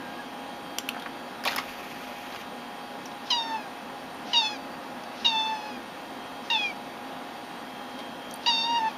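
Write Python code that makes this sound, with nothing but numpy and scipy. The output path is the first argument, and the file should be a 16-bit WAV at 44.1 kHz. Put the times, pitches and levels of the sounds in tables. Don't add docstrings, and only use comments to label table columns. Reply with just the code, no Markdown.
import sys
import numpy as np
from scipy import signal
from scipy.fft import rfft, irfft
from scipy.io import wavfile
from scipy.ndimage import uniform_filter1d

SR = 44100
rng = np.random.default_rng(int(sys.argv[2]) if len(sys.argv) > 2 else 0)


def how_loud(loudness_db):
    steps = np.asarray(loudness_db, float) / 20
    return 10 ** steps


def generate_wav(sig):
    pcm = np.round(np.clip(np.atleast_2d(sig).T, -1, 1) * 32767).astype(np.int16)
    wavfile.write(sys.argv[1], SR, pcm)


N = 395577

# (frequency [Hz], level per Hz [dB])
BREATH = [(1200, -21), (2500, 0), (3800, 2.5), (5500, -0.5), (6800, -10.5), (8500, -27)]


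def evened(x):
    return x / np.sqrt(np.mean(abs(x) ** 2) + 1e-20)


def read(points, hz):
    f, value = np.transpose(points)
    return np.interp(np.log(hz + 1), np.log(f + 1), value)


def add(mix, s, sound):
    part = mix[round(s * SR):][:len(sound)]
    part += sound[:len(part)]


def coloured(size, points):
    hz = np.fft.rfftfreq(size, 1 / SR)
    return evened(irfft(rfft(rng.standard_normal(size)) * how_loud(read(points, hz)), size))


def wander(size, width_hz):
    step = rng.standard_normal(size) + 1j * rng.standard_normal(size)
    r = np.exp(-np.pi * width_hz / SR)
    return evened(signal.lfilter([1], [1, -2 * r, r * r], step))


def ring(hz, centre_hz, width_hz):
    return 1 / (1 + 2j * (hz - centre_hz) / width_hz)


def mew(rows, nose_db, upper_db, late_db, fade_db, palate_db):
    s, *columns = np.transpose(rows)
    t = np.arange(s[0], s[-1], 1 / SR)
    size, age = len(t), t - s[0]
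    hz, chest_db, open_db, mouth_hz = (np.interp(t, s, c) for c in columns)
    mouth_db = chest_db + open_db
    nose_db = chest_db + nose_db - 0.32 * open_db + 10 * np.exp(-age / 0.037)
    upper_db = upper_db + 0.69 * (mouth_db + 30.5) + fade_db * age + late_db * np.exp(-age / 0.012)
    upper_hz = 4600 - 20 * open_db

    settling = np.exp(-age / .02)
    tremor = (0.0061 + 0.026 * settling) * wander(size, width_hz=126.0).real
    hz = hz * (1 + tremor + .008 * np.exp(-age / .004))
    order = np.arange(1, 13)[:, None]
    tone_hz = order * hz

    lips = 1 / (1 + (tone_hz / (1.35 * mouth_hz)) ** 12)
    mouth = ring(tone_hz, mouth_hz, 1180) ** 2 * lips * np.isin(order, [3, 4])
    sign = (-1.) ** order
    upper = abs(ring(tone_hz, upper_hz, 1300)) ** 2 * sign
    raised = 1 - .9 * np.exp(-age / .12)
    upper += raised * how_loud(palate_db) * abs(ring(tone_hz, 6400, 1100)) * sign
    voice_top = 1 / (1 + (tone_hz / 7000) ** 12) + how_loud(-6) * (tone_hz > 8300)
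    upper *= voice_top * (order > 4)

    gains = how_loud(mouth_db) * mouth / np.linalg.norm(mouth, axis=0)
    gains = gains - how_loud(upper_db) * upper / np.linalg.norm(upper, axis=0)
    chest_rise = 1 - .5 * np.exp(-age / .008)
    gains += how_loud(chest_db) * chest_rise * (order == 1) + how_loud(nose_db) * (order == 2)
    waver = np.array([wander(size, width_hz=25.0).real for _ in order])
    gains *= how_loud(2.5 * (order > 1) * waver)
    unsteady = .09 + .3 * settling + .2 * (order == 2) + .08 * (order > 4)
    shimmer = 1 + unsteady * np.array([wander(size, width_hz=210.0) for _ in order])
    pulses = np.exp(2j * np.pi * order * np.cumsum(hz) / SR)
    voice = np.sqrt(2) * (gains * shimmer * pulses).sum(0).real

    leak = how_loud(mouth_db) * (how_loud(-21) + how_loud(-10) * settling) * coloured(size, BREATH)
    fade = np.clip(np.minimum(age / .003, (s[-1] - t) / .004), 0, 1)
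    return s[0], (leak - voice) * fade


def mews(near):
    # (time [s], pitch [Hz], effort [dB], mouth opening [dB], mouth ring [Hz])
    faint = [(0.0, 825, -60, -2, 2850), (.08, 798, -54, -1, 2850), (.13, 800, -58, -4, 2850),
             (.2, 835, -52, -11, 2850), (.25, 762, -64, 4, 2850)]
    first = [(3.3025, 1035, -37, 14, 3580), (3.311, 1026, -35, 12, 3600), (3.32, 967, -31, 7, 3430),
             (3.365, 957, -32, 0.5, 3680), (3.388, 921, -34.5, 5, 3900), (3.465, 903.5, -37.5, -4, 3950),
             (3.553, 884, -32, -12.5, 2900), (3.60, 841, -42, -7, 2600), (3.68, 782, -42.5, -24, 2800)]
    second = [(4.331, 992, -34, 12.5, 3300), (4.35, 944, -32, 5.5, 3320), (4.375, 937, -32, 12.5, 3600),
              (4.405, 915, -35.5, 8.5, 3380), (4.428, 874, -31.5, 3, 3420), (4.465, 868, -39, 12, 3200),
              (4.5, 846, -43, 4, 3100), (4.535, 836, -35, -9, 2800), (4.575, 755, -48, -2, 2656)]
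    third = [(5.2454, 972, -36, 11, 3400), (5.262, 928, -35, 16, 3380), (5.315, 901, -35, 6, 3500),
             (5.345, 885, -31, 0, 3350), (5.45, 876.5, -35.5, 2, 3250), (5.52, 883, -31, -10, 2970),
             (5.61, 845, -42, -3.5, 2850), (5.68, 854, -37.5, -8, 2600), (5.78, 797, -43, -11, 2797)]
    fourth = [(6.4995, 950, -31, 5.5, 3500), (6.515, 931, -33.5, 8, 3050), (6.55, 886, -32, 7.5, 3280),
              (6.57, 867, -31.5, 6.5, 3080), (6.595, 841, -43.5, 15.5, 2950), (6.637, 826, -35.5, 7, 2750),
              (6.69, 782, -48.5, 18, 2100), (6.715, 746, -46, 8, 2000), (6.74, 696, -55, -14, 2003)]
    last = [(8.46, 940, -31, 8, 3200), (8.489, 950, -26, 2, 3400), (8.515, 913.4, -35, 8, 3550),
            (8.625, 910, -38, 10, 3600), (8.69, 934, -31, -5, 3300), (8.775, 942, -28, -4.5, 3170),
            (8.8, 895, -31.5, -16.5, 3250), (8.88, 881, -27.5, -15, 2900), (8.92, 759, -52, 5, 2680)]
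    # (nose tone over effort [dB], upper ring [dB], its late start [dB],
    # its fading [dB/s], palate ring [dB])
    colours = [
        (6, -48, 0, 0, -9),
        (-15, -35, 0, -24, -9),
        (-13, -38, -8, 0, -5),
        (-16, -42, -20, -1, -6),
        (-12, -47, -12, -17, -3),
        (-16, -33, -4, -24, -12),
    ]
    for rows, colour in zip([faint, first, second, third, fourth, last], colours):
        add(near, *mew(rows, *colour))


def gasps(near):
    # (start [s], end [s], level [dB])
    breaths = [
        (3.234, 3.312, -46),
        (4.239, 4.343, -45),
        (5.139, 5.244, -46.5),
        (6.42, 6.488, -50),
        (8.405, 8.47, -48),
    ]
    for start, end, db in breaths:
        size = round((end - start) * SR)
        swell = np.sin(np.linspace(0, 2.4, size))
        add(near, start, how_loud(db) * swell * coloured(size, BREATH))


def burst(t60, rings, crack_db, rise=0.0008):
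    t, hz = np.arange(2048) / SR, np.fft.rfftfreq(4096, 1 / SR)
    ticks = rng.standard_normal((2, 2050)) * how_loud(4.2 * rng.exponential(1, (2, 2050)))
    onset = np.minimum(t / rise, 1)
    blow = ticks[0, 2:] * how_loud(-60 * t / t60) * onset ** 2
    small = (1j * hz / (500 + 1j * hz)) ** 2
    body = irfft(rfft(blow, 4096) * small * sum(how_loud(db) * ring(hz, f, w) ** 2 for f, w, db in rings))
    crack = np.diff(ticks[1], 2) * how_loud(-60 * t / (.55 * t60)) * onset
    crack = irfft(rfft(crack, 4096) * ring(hz, 10500, 7000) ** 2)
    crack = crack / abs(crack).max()
    sound = body / abs(body).max() + how_loud(crack_db) * crack
    return sound / abs(sound).max()


def lip_smacks(near):
    # (time [s], peak level [dB], ring [Hz], decay t60 [s])
    smacks = [
        (4.145, -43, 11100, .015),
        (7.99, -43, 10800, 0.018),
        (8.31, -31, 6240, 0.014),
        (8.339, -24.5, 9060, 0.0083),
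        (8.358, -34, 14600, .013),
    ]
    for s, db, hz, t60 in smacks:
        add(near, s, how_loud(db) * burst(t60, [(hz, 2200, 0)], crack_db=-4))


def click(low_hz, high_hz, high_db, crack_db):
    t = np.arange(4096) / SR
    low = np.sin(2 * np.pi * low_hz * t) * how_loud(-60 * np.maximum(t - .001, 0) / 0.0026)
    modes = [(0.92, -1.5), (.78, -11), (1.16, -3), (1.55, -9), (1.9, -11)]  # (ratio, dB)
    high = sum(np.sin(2 * np.pi * ratio * high_hz * t) * how_loud(high_db + db - 60 * t / .011)
               for ratio, db in modes)
    rings = [(1.22 * low_hz, 3000, 0), (high_hz, 4000, high_db), (1400, 1400, -6)]
    scatter = burst(0.027, rings, crack_db, rise=0.00012)
    sound = low + high + how_loud(-1.5) * scatter
    sound = signal.lfilter([1, -1], [1, -.97], sound)
    return sound / abs(sound).max()


def button(near):
    # (time [s], peak level [dB], low mode [Hz], high mode [Hz], high mode level [dB])
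    snaps = [
        (0.7852, -8, 3150, 6250, 3),
        (0.8896, -13, 2750, 6270, -15),
    ]
    for s, db, low_hz, high_hz, high_db in snaps:
        add(near, s, how_loud(db) * click(low_hz, high_hz, high_db, crack_db=-16 - high_db))


def knock(t60, low_hz, high_hz, bright_db):
    rings = [(low_hz, 800, 0), (high_hz, 1200, .5 * bright_db + 3), (2500, 4500, -11)]
    t60 = t60 - .0007 * max(bright_db, -40)
    return burst(t60, rings, bright_db + 4.0)


def latch(near):
    # (time [s], peak level [dB], ring [Hz], second ring [Hz], brightness [dB])
    rattle = [(0.997, -29, 826, 3280, -11), (1.0212, -26, 1840, 3300, -16), (1.4378, -23, 1900, 4430, -18),
              (1.451, -19, 2320, 3080, -9), (1.4555, -16, 1000, 3130, -55), (1.462, -17, 900, 3550, -55),
              (1.468, -22, 900, 3550, -55), (1.474, -14, 2620, 3660, -14), (1.481, -16, 1920, 3900, -18),
              (1.49, -25, 1100, 3900, -25), (1.5076, -23, 991, 3020, -25), (1.519, -22, 1550, 3670, -26),
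              (1.53, -23, 1600, 3170, -31), (1.536, -21, 1050, 3180, -27), (1.5606, -18, 1520, 5000, -5),
              (1.564, -19.5, 1060, 3000, -37), (1.574, -25, 2000, 4500, -36),
              (1.5804, -17, 2140, 4400, -27), (1.5845, -17, 1150, 2970, -32)]
    for s, db, *colour in rattle:
        add(near, s, how_loud(db) * knock(0.024, *colour))


def stop_ticks(near):
    # (time [s], peak level [dB], ring [Hz], second ring [Hz], brightness [dB])
    knocks = [
        (2.3227, -34, 1040, 3500, -29),
        (2.346, -26, 1310, 4650, -30),
        (2.358, -28, 1180, 2840, -22),
        (2.411, -34, 947, 3000, -24),
        (3.0556, -31.5, 816, 5600, -11),
        (3.1127, -36, 816, 3210, -30),
        (5.0355, -33, 813, 4600, -16),
        (7.9896, -29.5, 829, 3210, -24),
    ]
    for s, db, *colour in knocks:
        add(near, s, how_loud(db) * knock(0.04, *colour))


def tray(near):
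    # (frequency [Hz], level per Hz [dB])
    hiss = [(800, 14), (2500, 26), (4000, 13.5), (6500, 11.5), (9000, 1), (12300, 10.5), (15000, 2)]
    start_s, stop_s = 1.428, 2.42
    run_s = stop_s - start_s
    s = [0, 0.078, 0.078 + .122, run_s, run_s + 0.044]
    db = [-52, -39.5, -46, -47.5, -62]
    t = np.arange(0, s[-1], 1 / SR)
    chatter = 1 + .25 * wander(len(t), width_hz=60.).real
    sound = how_loud(np.interp(t, s, db)) * chatter * coloured(len(t), hiss)
    add(near, start_s, sound * signal.windows.tukey(len(t), .1))


def hand_thuds(near):
    # (time [s], peak level [dB], ring [Hz], decay t60 [s])
    thuds = [
        (0.657, -33, 1490, 0.06),
        (0.944, -26, 1500, 0.07),
        (0.964, -27, 1000, 0.07),
        (1.059, -24.5, 1200, 0.03),
    ]
    for s, db, hz, t60 in thuds:
        add(near, s, how_loud(db) * burst(t60, [(hz, 1300, 0)], crack_db=-40, rise=0.0014))


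def room(x, t60=0.17, tail_db=-14):
    # (delay [s], level [dB])
    echoes = [
        (.0021, -27),
        (.0047, -23),
        (.009, -26),
    ]
    t = np.arange(SR // 2) / SR
    taps = rng.standard_normal(len(t)) * how_loud(-60 * t / t60) * (t > .004)
    taps = signal.lfilter([1], [1, -.3], taps)
    taps *= how_loud(tail_db) / np.linalg.norm(taps)
    taps[0] = 1
    for k, (s, db) in enumerate(echoes):
        taps[round(s * SR)] += (-1) ** k * how_loud(db)
    return signal.fftconvolve(x, taps / np.linalg.norm(taps))[:N]


def fan_rush():
    # (frequency [Hz], level per Hz [dB])
    air = [(15, -53), (25, -25), (103, -17.5), (243, -3.5), (301, -10.5), (373, -11.5), (604, -5.5),
           (811, -4.5), (2200, -15), (3260, -16), (6000, -28), (9000, -29.5), (12700, -35.5),
           (14400, -33.5)]
    # (frequency [Hz], width [Hz], lift [dB])
    case = [(253.8, 22.6, 10), (330, 79, 7.5), (531.6, 12.3, 11.5), (1026, 28, -6), (3280, 450, -1.5),
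            (4600, 72, -2.5), (8860, 91, -3)]
    frames, hz = N // 512 + 5, np.fft.rfftfreq(2048, 1 / SR)
    a, b, patches = rng.standard_normal((frames, 1025, 3)).T
    patches = evened(uniform_filter1d(uniform_filter1d(patches, 20, 0), 8, 1))
    colour_db = read(air, hz) + sum(db * abs(ring(hz, f, w)) ** 2 for f, w, db in case)
    spectra = (a + 1j * b) * how_loud(colour_db[:, None] + 0.9 * patches)
    rush = signal.istft(spectra, nperseg=2048, noverlap=1536)[1][:N]
    return how_loud(-39 - 1.37) * evened(rush)


def fan_tones():
    # (frequency [Hz], rms level [dB])
    blades = [(409.1, -62), (489.9, -58.5), (716.0, -52.5), (818.3, -49), (925.9, -65), (952.8, -56),
              (1023, -57.5), (1109, -59), (1227, -62), (1432, -61), (1637, -60.5), (1841, -60),
              (2627, -62.5)]
    # (frequency [Hz], rms level [dB])
    bearings = [(2552, -66), (3278, -66), (3348, -63), (3870, -64), (4091, -72), (4603, -59.5), (5319, -74),
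                (5432, -74), (5905, -70), (8527, -66), (8646, -70), (9254, -73), (11520, -73)]
    # (centre [s], half length [s], lift [dB])
    coil_swells = [
        (.6, .5, 12),
        (2.5, .8, 6.5),
        (6.3, .4, 7),
        (8.0, 0.54, 12.5),
        (8.97, .25, 8),
    ]
    t = np.arange(N) / SR
    flutter = [wander(N, width_hz=14.5) for _ in range(4)]
    coil_db = -63 + sum(db * np.exp(-((t - s) / half) ** 2) for s, half, db in coil_swells)
    out = np.zeros(N)
    for k, (f, db) in enumerate(blades + bearings + [(3209, coil_db)]):
        steady = 1 / (1 + (f / 4200) ** 6)
        depth = .2 * steady + .7 * (1 - steady)
        waver = steady + depth * np.roll(flutter[k % 4], k * 9001)
        tone = np.exp(2j * np.pi * (f * t + rng.random()))
        out += how_loud(db) * np.sqrt(2) * (waver * tone).real
    return out


def scene():
    near = np.zeros(N)
    for source in [mews, gasps, lip_smacks, button, latch, stop_ticks, tray, hand_thuds]:
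        source(near)
    return (room(near) + fan_rush() + fan_tones())[None]


def top_cut(x):
    return signal.sosfilt(signal.butter(12, 17000, fs=SR, output="sos"), x)


def record(dry):
    notch_hz, notch_width_hz, edge_hz = 7890, 1690, 15080
    notched = signal.lfilter(*signal.iirnotch(notch_hz, notch_hz / notch_width_hz, SR), dry)
    notched = notched + how_loud(-78) * rng.standard_normal(dry.shape)
    lowpass = signal.firwin(1023, edge_hz, window=("kaiser", 9), fs=SR)
    low = signal.oaconvolve(notched, lowpass[None], "same")
    top = signal.sosfilt(signal.butter(8, 15900, fs=SR, output="sos"), notched - low)
    top_db = 10 * np.log10(abs(uniform_filter1d(top ** 2, 256)) + 1e-14)
    opened = uniform_filter1d(1. * (top_db > -53), 256)
    return top_cut(low + how_loud(-8) * opened * top)


dry = scene()
out = record(dry)
generate_wav(out)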